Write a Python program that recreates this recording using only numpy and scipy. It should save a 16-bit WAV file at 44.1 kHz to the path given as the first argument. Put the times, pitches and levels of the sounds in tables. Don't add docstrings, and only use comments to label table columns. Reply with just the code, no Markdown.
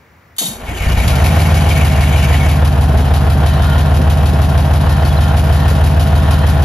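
import sys
import numpy as np
from scipy import signal
from scipy.fft import rfft, irfft, next_fast_len
from scipy.io import wavfile
from scipy.ndimage import uniform_filter1d, map_coordinates

SR = 44100
rng = np.random.default_rng(int(sys.argv[2]) if len(sys.argv) > 2 else 0)


def unload_wav(signal):
    wavfile.write(
        sys.argv[1],
        SR,
        np.round(np.clip(np.atleast_2d(signal).T, -1, 1) * 32767).astype(np.int16),
    )


N = 293072

CRANK_S, PUMPING_S, CAUGHT_S, KNOCKING_S = 0.401, 0.475, 1.056, 1.085
CLATTER_RISE_DB_PER_S = 19.5


def amp(db):
    return 10 ** (np.asarray(db) / 20)


def unit(x):
    return x / np.sqrt(np.mean(x ** 2) + 1e-20)


def clock():
    return np.arange(N) / SR


def along(points, hz):
    f, value = np.transpose(points)
    return np.interp(np.log(hz + 1), np.log(f + 1), value)


def curves(rows):
    s, *columns = np.transpose(rows)
    return [np.interp(clock(), s, column) for column in columns]


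def wobble(rate):
    knots = rng.standard_normal(int(N * rate / SR) + 4)
    return map_coordinates(knots, [np.arange(N) * rate / SR])


def rise(full_s, db_per_s):
    return db_per_s * np.minimum(clock() - full_s, 0)


def fall(from_s, db_per_s):
    return -db_per_s * np.maximum(clock() - from_s, 0)


def swell(s, width_s):
    return np.exp(-((clock() - s) / width_s) ** 2)


def strike(s, t60, attack):
    t = np.maximum(clock() - s, 0)
    return amp(-60 * t / t60) * (1 - np.exp(-t / attack))


def filtered(x, response):
    m = next_fast_len(N + SR // 2)
    return irfft(rfft(x, m) * response(np.fft.rfftfreq(m, 1 / SR)), m)[..., :N]


def coloured(x, spectrum):
    return unit(filtered(x, lambda hz: amp(along(spectrum, hz))))


def noise():
    return rng.standard_normal((2, N))


def resonant(x, modes):
    def body(f):
        response = 0
        for k, (centre, width, db) in enumerate(modes):
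            damping = 1j * f * width
            response = response + (-1) ** k * amp(db) * damping / (centre ** 2 - f ** 2 + damping)
        return response
    return unit(filtered(x, body))


def rippled(x, depth_db, step_hz=45):
    knots = rng.standard_normal(SR // 20)

    def ripple(hz):
        return amp(depth_db * np.tanh(map_coordinates(knots, [hz / step_hz])))
    return unit(filtered(x, ripple))


def rung(events, modes, attack):
    out = np.zeros(N)
    for s, db in events:
        t = clock() - s
        for hz, level, t60 in modes:
            strength = amp(db + level + rng.normal(0, 1))
            out -= strength * np.sin(2 * np.pi * hz * t) * strike(s, t60, attack)
    return out


def blows(turn, table, scatter_db, jitter):
    angle, db = np.transpose(table)
    at = (np.arange(int(turn[-1]) + 1)[:, None] + angle).ravel()
    chance = rng.standard_normal((len(at), 2))
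    where = np.interp(at, turn, np.arange(N)) + jitter * SR * chance[:, 0]
    size = amp(np.resize(db, len(at)) + scatter_db * chance[:, 1]) * (at < turn[-1])
    return np.bincount(np.clip(where, 0, N - 1).astype(int), size, N)


def dying(hits, t60, attack=0.00094):
    energy = signal.lfilter([1], [1, -amp(-120 / (t60 * SR))], hits ** 2)
    return unit(np.sqrt(signal.lfilter([1], [1, -np.exp(-1 / (attack * SR))], energy)))


def wavering(hz, waver, flutter_db):
    phase = 2 * np.pi * np.cumsum(hz * (1 + waver * wobble(90))) / SR
    return amp(flutter_db * wobble(59.9)) * np.sqrt(2) * np.array([np.sin(phase), np.cos(phase)])


def squeaks(rows, waver=.012, flutter_db=2):
    uneven = np.cumsum(1 + waver * wobble(220)) / SR
    out = np.zeros(N, complex)
    for s, width, hz, db in rows:
        near = np.abs(clock() - s) < 2 * width
        out[near] += amp(db) * swell(s, width)[near] * np.exp(2j * np.pi * hz * uneven[near])
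    return amp(flutter_db * wobble(150)) * np.sqrt(2) * np.array([out.real, out.imag])


def patchy(x, depth_db, size):
    z = signal.stft(x, nperseg=512)[2]
    field = rng.standard_normal(z.shape[1:])
    for axis in (0, 1):
        field = uniform_filter1d(field, size[axis], axis=axis)
    return signal.istft(z * amp(depth_db * unit(field)), nperseg=512)[1][:, :N]


# f/Hz, coherence
COHERENCE = [(100, .99), (200, .96), (380, .82), (700, .7), (1400, .6), (3000, .72), (5500, .68),
             (7000, .8), (8500, .97), (10000, .88), (13000, .87)]
# f/Hz, phase/rad
PHASE_LEAD = [(100, 0), (860, -.1), (1460, -.8), (3100, 1.1), (5000, .8), (5800, -.6), (6900, -1.4),
              (7900, -2.9), (9200, -3.3), (9900, -3.9), (11400, -4.9), (12600, -6.1)]
# f/Hz, level/dB
LEVEL_DIFFERENCE = [(60, 4), (110, -0.5), (200, 1), (380, 1.5), (700, 1.5), (1290, -1), (2380, 2.0),
                    (4400, 4.5), (8120, 1), (15000, 0)]


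def ports(pair):
    def mix(hz):
        angle = np.arccos(np.clip(along(COHERENCE, hz), -1, 1)) / 2
        return np.array([np.cos(angle), np.sin(angle)])

    def tilt(hz):
        half = amp(along(LEVEL_DIFFERENCE, hz) / 2) * np.exp(.5j * along(PHASE_LEAD, hz))
        return np.array([half, 1 / half])
    mid, side = filtered(pair, mix)
    return filtered(np.array([mid + side, mid - side]), tilt)


# f/Hz, level/dB
YARD_SPECTRUM = [(20, -42), (38, -28), (74, 1), (130, -7), (326, -15.5), (892, -17), (2080, -17.5),
                 (3350, -32.5), (10000, -38.5), (14000, -40)]


def yard():
    return amp(-46.5) * coloured(noise(), YARD_SPECTRUM)


# t/s, level/dB
BAY_BUMPS = [(2.886, -14), (2.94, -13), (2.992, -10), (3.352, -14), (3.991, -6), (4.33, -12.5),
             (5.052, -10.5), (5.712, -9)]
# f/Hz, level/dB, t60/s
PANEL_MODES = [(226, -3, .09), (259, -4, .08), (302, -1, .07), (359, -2, .06), (426, -2, .045),
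               (508, -2, .035)]
# f/Hz, level/dB
THUD_SPECTRUM = [(120, -25), (200, 5), (520, -1), (750, -16), (1500, -47)]


def bumps(bump_db=-6, thud_db=-5, thud_t60=.09):
    contacts = sum(amp(db) * strike(s, thud_t60, 0.0026) for s, db in BAY_BUMPS)
    ringing = amp(bump_db) * rung(BAY_BUMPS, PANEL_MODES, attack=0.0029)
    return ringing + amp(thud_db) * ports(contacts * coloured(noise(), THUD_SPECTRUM))


# t/s, 1/e half-length/s, f/Hz, level/dB
METAL_CHIRPS = [(3.52, .015, 3080, -38), (3.61, .014, 3065, -42), (3.73, .016, 3110, -40),
                (4.383, .012, 4000, -43), (4.872, .012, 2930, -39), (5.033, .012, 3080, -37),
                (5.056, .009, 4392, -34), (5.112, .013, 3370, -37), (5.176, .007, 4048, -34),
                (5.252, .011, 3130, -39), (5.3, .015, 3060, -40)]


def chirps():
    return squeaks(METAL_CHIRPS)


# f/Hz, half the bandwidth of each of two cascaded resonators/Hz, level/dB
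SHEET_MODES = [(920, 45, -1.5), (1030, 70, 0), (1250, 90, -7), (1400, 55, 2), (1610, 100, -7),
               (1810, 89, -2.5), (3120, 150, -7.5), (3640, 120, -10.5), (4080, 260, -14)]
# middle t/s, 1/e half-length/s, level/dB
BUZZ_SPELLS = [(3.1, 0.14, -35), (3.66, 0.26, -28), (4.95, .13, -29.5), (5.256, 0.099, -30),
               (5.652, 0.16, -30), (6.35, 0.26, -29.5)]
BUZZ_REST_DB = -40.5


def buzz(patchy_db=2.2):
    parts = 0
    for hz, half_width, db in SHEET_MODES:
        mode = [(hz, 2 * half_width, 0)]
        band = resonant(resonant(noise(), mode), mode)
        parts = parts + amp(db + patchy_db * wobble(16)) * np.sqrt(half_width) * band
    rest = amp(BUZZ_REST_DB + rise(CAUGHT_S, CLATTER_RISE_DB_PER_S))
    spells = sum(amp(db) * swell(s, width) for s, width, db in BUZZ_SPELLS)
    return np.hypot(rest, spells) * unit(parts)


# f/Hz, width/Hz, level/dB
VALVE_MODES = [(3110, 110, -1), (3550, 99, 0), (3740, 75, 4.5), (4400, 260, -4), (4820, 80, -4),
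               (5680, 60, -7), (6330, 63, -3), (6520, 90, -4), (7000, 93, -2), (7220, 90, 2), (7750, 90, 2),
               (8750, 120, -7), (9850, 83, 7), (10700, 60, 2), (11500, 60, -4)]
# f/Hz, level/dB
HISS_SPECTRUM = [(150, -16), (500, -13), (2500, -8), (3200, -4), (4600, -11), (5000, -11), (5600, -4),
                 (6500, 0), (9000, 1.5), (11800, 4.5), (13500, -15), (15500, -23)]
# f/Hz, level/dB
PIPE_WHISTLES = [(3130, -6), (3710, 0), (4370, -4), (4790, -7), (5710, -8), (6330, -4), (7180, -5)]
UNSEAT_S, OPEN_S, EMPTY_S = .364, .383, 0.47
FLOW_DB, FLOW_FALL_DB_PER_S = -21, 160


def air_valve(pipe_db=-3.5, hiss_db=-2.5, spit_db=-14, spit_t60=0.12, leak_db=-35, leak_t60=0.079):
    air = amp(pipe_db) * resonant(noise(), VALVE_MODES) + amp(hiss_db) * coloured(noise(), HISS_SPECTRUM)
    tones = sum(amp(db) * wavering(hz, waver=.005, flutter_db=3) for hz, db in PIPE_WHISTLES)
    whistle = amp(-10) * unit(tones)
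    flow = amp(FLOW_DB + fall(EMPTY_S, FLOW_FALL_DB_PER_S)) * (clock() > OPEN_S)
    spit = amp(spit_db) * strike(OPEN_S, spit_t60, 0.0035)
    leak = amp(leak_db) * strike(UNSEAT_S, leak_t60, 0.0011)
    sputter = amp(1.5 * wobble(250))
    return (leak + spit + flow * sputter) * (air + whistle)


# f/Hz, width/Hz, level/dB
HOUSING_MODES = [(1814, 50, -4), (2170, 80, -5), (2256, 55, -2), (2406, 60, -4), (2622, 45, -9),
                 (2783, 60, -7), (2950, 50, -7.5), (3106, 55, -10), (6160, 98, -18), (6850, 170, -19)]
# f/Hz, level/dB
WHIR_SPECTRUM = [(500, -13), (1500, 0.5), (2400, 0), (3500, -4), (5500, -12.5), (6300, -9.5), (11500, -6.5),
                 (13500, -26), (15500, -49)]
# t/s, f/Hz, level/dB
MOTOR_GROAN = [(.41, 245.3, -45), (.43, 198.6, -30), (.455, 151, -32), (.5, 172, -30.5), (.53, 205, -39),
               (.57, 222, -34), (.61, 225, -44), (.695, 233, -28.5), (.73, 294, -34), (.78, 326.5, -36),
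               (.86, 379, -44)]
# t/s, 1/e half-length/s, f/Hz, level/dB
GEAR_SQUEALS = [(.81, .018, 2250, -29), (.845, .014, 2411, -30), (.89, .014, 1810, -32),
                (1.141, 0.013, 1378, -26), (1.578, .016, 2260, -27.5), (1.71, 0.016, 3100, -31),
                (1.72, .02, 2280, -29), (1.77, .026, 2255, -26), (1.953, .015, 2799, -32),
                (2.035, .016, 2220, -29), (2.186, 0.016, 2928, -33), (2.24, .016, 2239, -25),
                (2.425, .026, 2215, -27)]
WHINE_HZ, WHINE_DB = 2245, -13
GRIND_FULL_S, GRIND_OFF_S, GRIND_DB = 0.8, 2.505, -27.5
GRIND_RISE_DB_PER_S, GRIND_FALL_DB_PER_S = 77, 172


def starter(turn, ring_db=-3.7, whir_db=-3.2, surge_db=1.0, jolt_db=-27.5):
    jolt_spectrum = [(120, -30), (200, -6), (290, 3), (400, -4.0), (800, -3), (2000, -28)]
    jolt = coloured(noise(), jolt_spectrum) * strike(CRANK_S, 0.51, 0.0049)
    ring = amp(ring_db) * resonant(noise(), HOUSING_MODES)
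    whir = amp(whir_db) * coloured(noise(), WHIR_SPECTRUM)
    whine = amp(WHINE_DB) * wavering(WHINE_HZ, waver=.022, flutter_db=4)
    rasp = patchy(ring + whir + whine, depth_db=2.5, size=(5, 6))
    chatter_db = 1.6 * wobble(140) + wobble(25)
    load = np.cos(2 * np.pi * 3 * (turn - .41))
    engaged_db = GRIND_DB + rise(GRIND_FULL_S, GRIND_RISE_DB_PER_S) + fall(GRIND_OFF_S, GRIND_FALL_DB_PER_S)
    grind = amp(engaged_db + surge_db * load + chatter_db) * rasp
    groan_hz, groan_db = curves(MOTOR_GROAN)
    groan = amp(groan_db) * (clock() < CAUGHT_S) * wavering(groan_hz, waver=.17, flutter_db=4)
    return amp(jolt_db) * jolt + grind + groan + squeaks(GEAR_SQUEALS)


# t/s, thump level/dB, knock level/dB
RAGGED_FIRINGS = [(.632, -21, -27), (.685, -12.5, -28), (.716, -17, -26.5), (.808, -7.5, -26.5),
                  (.866, -3, -30), (.889, -20, -21), (.912, -8, -35), (.972, -2.5, -20.5), (1.046, -3, -40)]
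# f/Hz, level/dB, t60/s
PIPE_MODES = [(61.8, 0, 0.26), (85.5, -1, 0.11), (143, -7, 0.086)]
# f/Hz, level/dB
PUFF_SPECTRUM = [(20, -18), (40, -12), (62, 2), (95, -1), (150, -3.5), (230, -15), (330, -26), (600, -58)]
# f/Hz, level/dB
BLOCK_SPECTRUM = [(170, -35), (230, 5), (330, -5.5), (410, -2), (530, -0.5), (590, -2.5), (650, 4.5),
                  (835, 1.5), (885, -2.5), (1020, -3), (1200, -7), (1420, -6.5), (1800, -10), (2150, -16.5),
                  (3200, -17), (5500, -47)]


def first_firings(thump_db=-2, knock_t60=0.26, puff_db=-10, puff_t60=.27):
    thumps = rung([(s, db) for s, db, _ in RAGGED_FIRINGS], PIPE_MODES, attack=0.0045)
    puffs = sum(amp(db) * strike(s, puff_t60, .006) for s, db, _ in RAGGED_FIRINGS)
    knocks = sum(amp(db) * strike(s, knock_t60, 0.0018) for s, _, db in RAGGED_FIRINGS)
    puffing = amp(puff_db) * puffs * coloured(noise(), PUFF_SPECTRUM)
    return amp(thump_db) * thumps + ports(puffing + knocks * coloured(noise(), BLOCK_SPECTRUM))


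FUEL_TICK_DB, FUEL_KNOCK_DB, FUEL_FADE_S = 4.5, 1.5, 0.76


def starting_fuel():
    return np.exp(-(np.maximum(clock() - CAUGHT_S, 0) / FUEL_FADE_S) ** 2)


# crank angle/turn, level/dB
INJECTOR_TICKS = [(.06, -5.5), (.249, 2.7), (.393, -.7), (.697, -1.3), (.912, -5.5)]
# crank angle/turn, level/dB
TAPPET_CLICKS = [(.075, -4), (.258, 0), (.275, 2), (.32, -.5), (.415, 1.5), (.46, 0), (.565, -7),
                 (.738, 1.5), (.79, -4), (.955, -5)]
# t/s, level/dB
COMBUSTION_CRACKS = [(1.078, -17), (1.154, -27), (1.26, -27), (1.688, -27), (2.227, -28)]
# f/Hz, level/dB
TICK_SPECTRUM = [(1200, -16), (2500, 6.5), (3200, 4.5), (4000, 4.5), (5000, 2.5), (5600, -1), (8000, -3),
                 (9500, 2), (11500, 3), (12500, -7), (14000, -21), (15500, -44)]
TICK_DB, TICK_RISE_DB_PER_S = -32.5, 42


def injectors(turn, tick_t60=0.11, sizzle_t60=0.26, tick_db=-9, sizzle_db=-1.3, crack_t60=0.045):
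    hits = blows(turn, INJECTOR_TICKS, scatter_db=1.2, jitter=.0008)
    ticks = amp(tick_db) * dying(hits, tick_t60)
    sizzle = amp(sizzle_db) * dying(hits, sizzle_t60, attack=0.0082)
    snaps = blows(turn, TAPPET_CLICKS, scatter_db=2, jitter=.0013)
    clicks = amp(-9) * dying(snaps, .033, attack=.0005)
    envelope = np.sqrt(ticks ** 2 + sizzle ** 2 + clicks ** 2)
    cracks = sum(amp(db) * strike(s, crack_t60, 0.00046) for s, db in COMBUSTION_CRACKS)
    grain = amp(1.5 * wobble(600))
    steel = rippled(coloured(grain * noise(), TICK_SPECTRUM), depth_db=4.0)
    level_db = TICK_DB + FUEL_TICK_DB * starting_fuel() + rise(CAUGHT_S, TICK_RISE_DB_PER_S)
    return (amp(level_db) * envelope + cracks) * steel


# crank angle/turn, level/dB
BLOCK_KNOCKS = [(.05, 3.5), (.09, 4.5), (.127, 3.5), (.17, -2), (.21, -3.5), (.258, 2), (.31, -2),
                (.347, 1.5), (.382, .5), (.447, 1), (.483, -3), (.546, -1.5), (.597, -3.5), (.645, -1.5),
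                (.685, .5), (.725, 0), (.757, .5), (.805, .5), (.84, -3), (.88, 2.5), (.92, 2), (.988, 1.5)]
# f/crank speed, level/dB
GEAR_ORDERS = [(82, -6), (102, 1), (108, -2), (130, -3)]


def clatter(turn, level_db, ring_t60=0.055, rattle_t60=0.048, gears_db=-16):
    hits = blows(turn, BLOCK_KNOCKS, scatter_db=.7, jitter=.00006)
    t = np.arange(SR // 6) / SR
    burst = rng.standard_normal((2, len(t))) * amp(-60 * t / ring_t60) * (1 - np.exp(-t / 0.003))
    modes = rfft(burst)
    answer = irfft(modes / np.sqrt(uniform_filter1d(np.abs(modes) ** 2, size=12)))
    ring = coloured(signal.fftconvolve(hits[None], answer, axes=1)[:, :N], BLOCK_SPECTRUM)
    roar = .4
    rattle = coloured(noise() * np.hypot(dying(hits, rattle_t60), roar), BLOCK_SPECTRUM)
    hum = sum(amp(db + wobble(8)) * np.exp(2j * np.pi * order * turn) for order, db in GEAR_ORDERS)
    knocking = amp(-1.3) * ring + amp(-3.2) * rattle
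    return amp(level_db) * (knocking + amp(gears_db) * unit(np.array([hum.real, hum.imag])))


# f/Hz, level/dB
RUMBLE_SPECTRUM = [(20, -13), (40, -15), (60, 2), (90, -7.5), (150, -3), (240, -7), (330, -17.5),
                   (600, -69)]


def exhaust_wash(exhaust_db):
    return amp(exhaust_db - 19.5) * coloured(noise(), RUMBLE_SPECTRUM)


# f/crank speed, level/dB
EXHAUST_ORDERS = [(7, -37), (8, -33), (9, -21), (10, -28.5), (11, -23), (12, -10.5), (13, -33), (14, -27),
                  (15, -19), (16, -26), (17, -35), (18, -26.5), (19, -35), (20, -32), (21, -21), (22, -34),
                  (23, -19.8), (24, -24), (25, -40), (27, -37.5), (29, -38.5), (30, -30.5), (31, -29.5),
                  (43, -34.5), (44, -38)]


def exhaust(turn, level_db, unsteady_db=0.5, rumble_db=-17.5, catching_db=8):
    lag, spread = .795, .14825
    note = np.zeros(N)
    for order, db in EXHAUST_ORDERS:
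        delay = lag + spread * order
        note -= amp(db + unsteady_db * wobble(7.6)) * np.cos(2 * np.pi * order * (turn - delay))
    ragged = np.interp(clock(), [.9, 1.3], [1, 0])
    rumble = amp(rumble_db + catching_db * ragged) * ports(coloured(noise(), RUMBLE_SPECTRUM))
    return amp(level_db) * (amp(-0.22 - 2 * ragged) * unit(note) + rumble)


# t/s, turns per second
CRANK_SPEED = [(0.4, 3.35), (0.7, 3.991), (1.1, 5.744), (1.35, 6.828), (1.45, 6.811), (1.95, 6.237),
               (2.3, 6.217), (2.6, 6.283), (2.9, 6.076), (3.6, 6.255), (6.1, 6.383), (6.65, 6.372)]
EXHAUST_DB, EXHAUST_RISE_DB_PER_S, CLATTER_DB = -9.5, 41, -23
MISS_EXHAUST_DB, MISS_CLATTER_DB = 5.5, 4


def scene():
    turn = np.cumsum(curves(CRANK_SPEED)[0]) / SR

    def missing(until_s):
        return np.clip((until_s - clock()) / 0.011, 0, 1)
    exhaust_db = EXHAUST_DB + rise(CAUGHT_S, EXHAUST_RISE_DB_PER_S) - MISS_EXHAUST_DB * missing(CAUGHT_S)
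    clatter_db = CLATTER_DB + FUEL_KNOCK_DB * starting_fuel() + rise(CAUGHT_S, CLATTER_RISE_DB_PER_S)
    clatter_db = clatter_db - MISS_CLATTER_DB * missing(KNOCKING_S)
    running = np.clip((clock() - CRANK_S) / 0.015, 0, 1)
    pumping = np.clip((clock() - PUMPING_S) / 0.03, 0, 1)
    metal = chirps() + buzz() + starter(turn) + injectors(turn) + clatter(turn, clatter_db)
    breath = pumping * (exhaust_wash(exhaust_db) + exhaust(turn, exhaust_db))
    bass = bumps() + first_firings() + breath
    return bass + ports(yard() + air_valve() + running * metal)


TOP_HZ = 15700


def record(dry, top=0.99):
    soft = dry / (1 + np.abs(dry / top) ** 8) ** (1 / 8)
    return filtered(soft, lambda hz: hz < TOP_HZ)


dry = scene()
out = record(dry)
unload_wav(out)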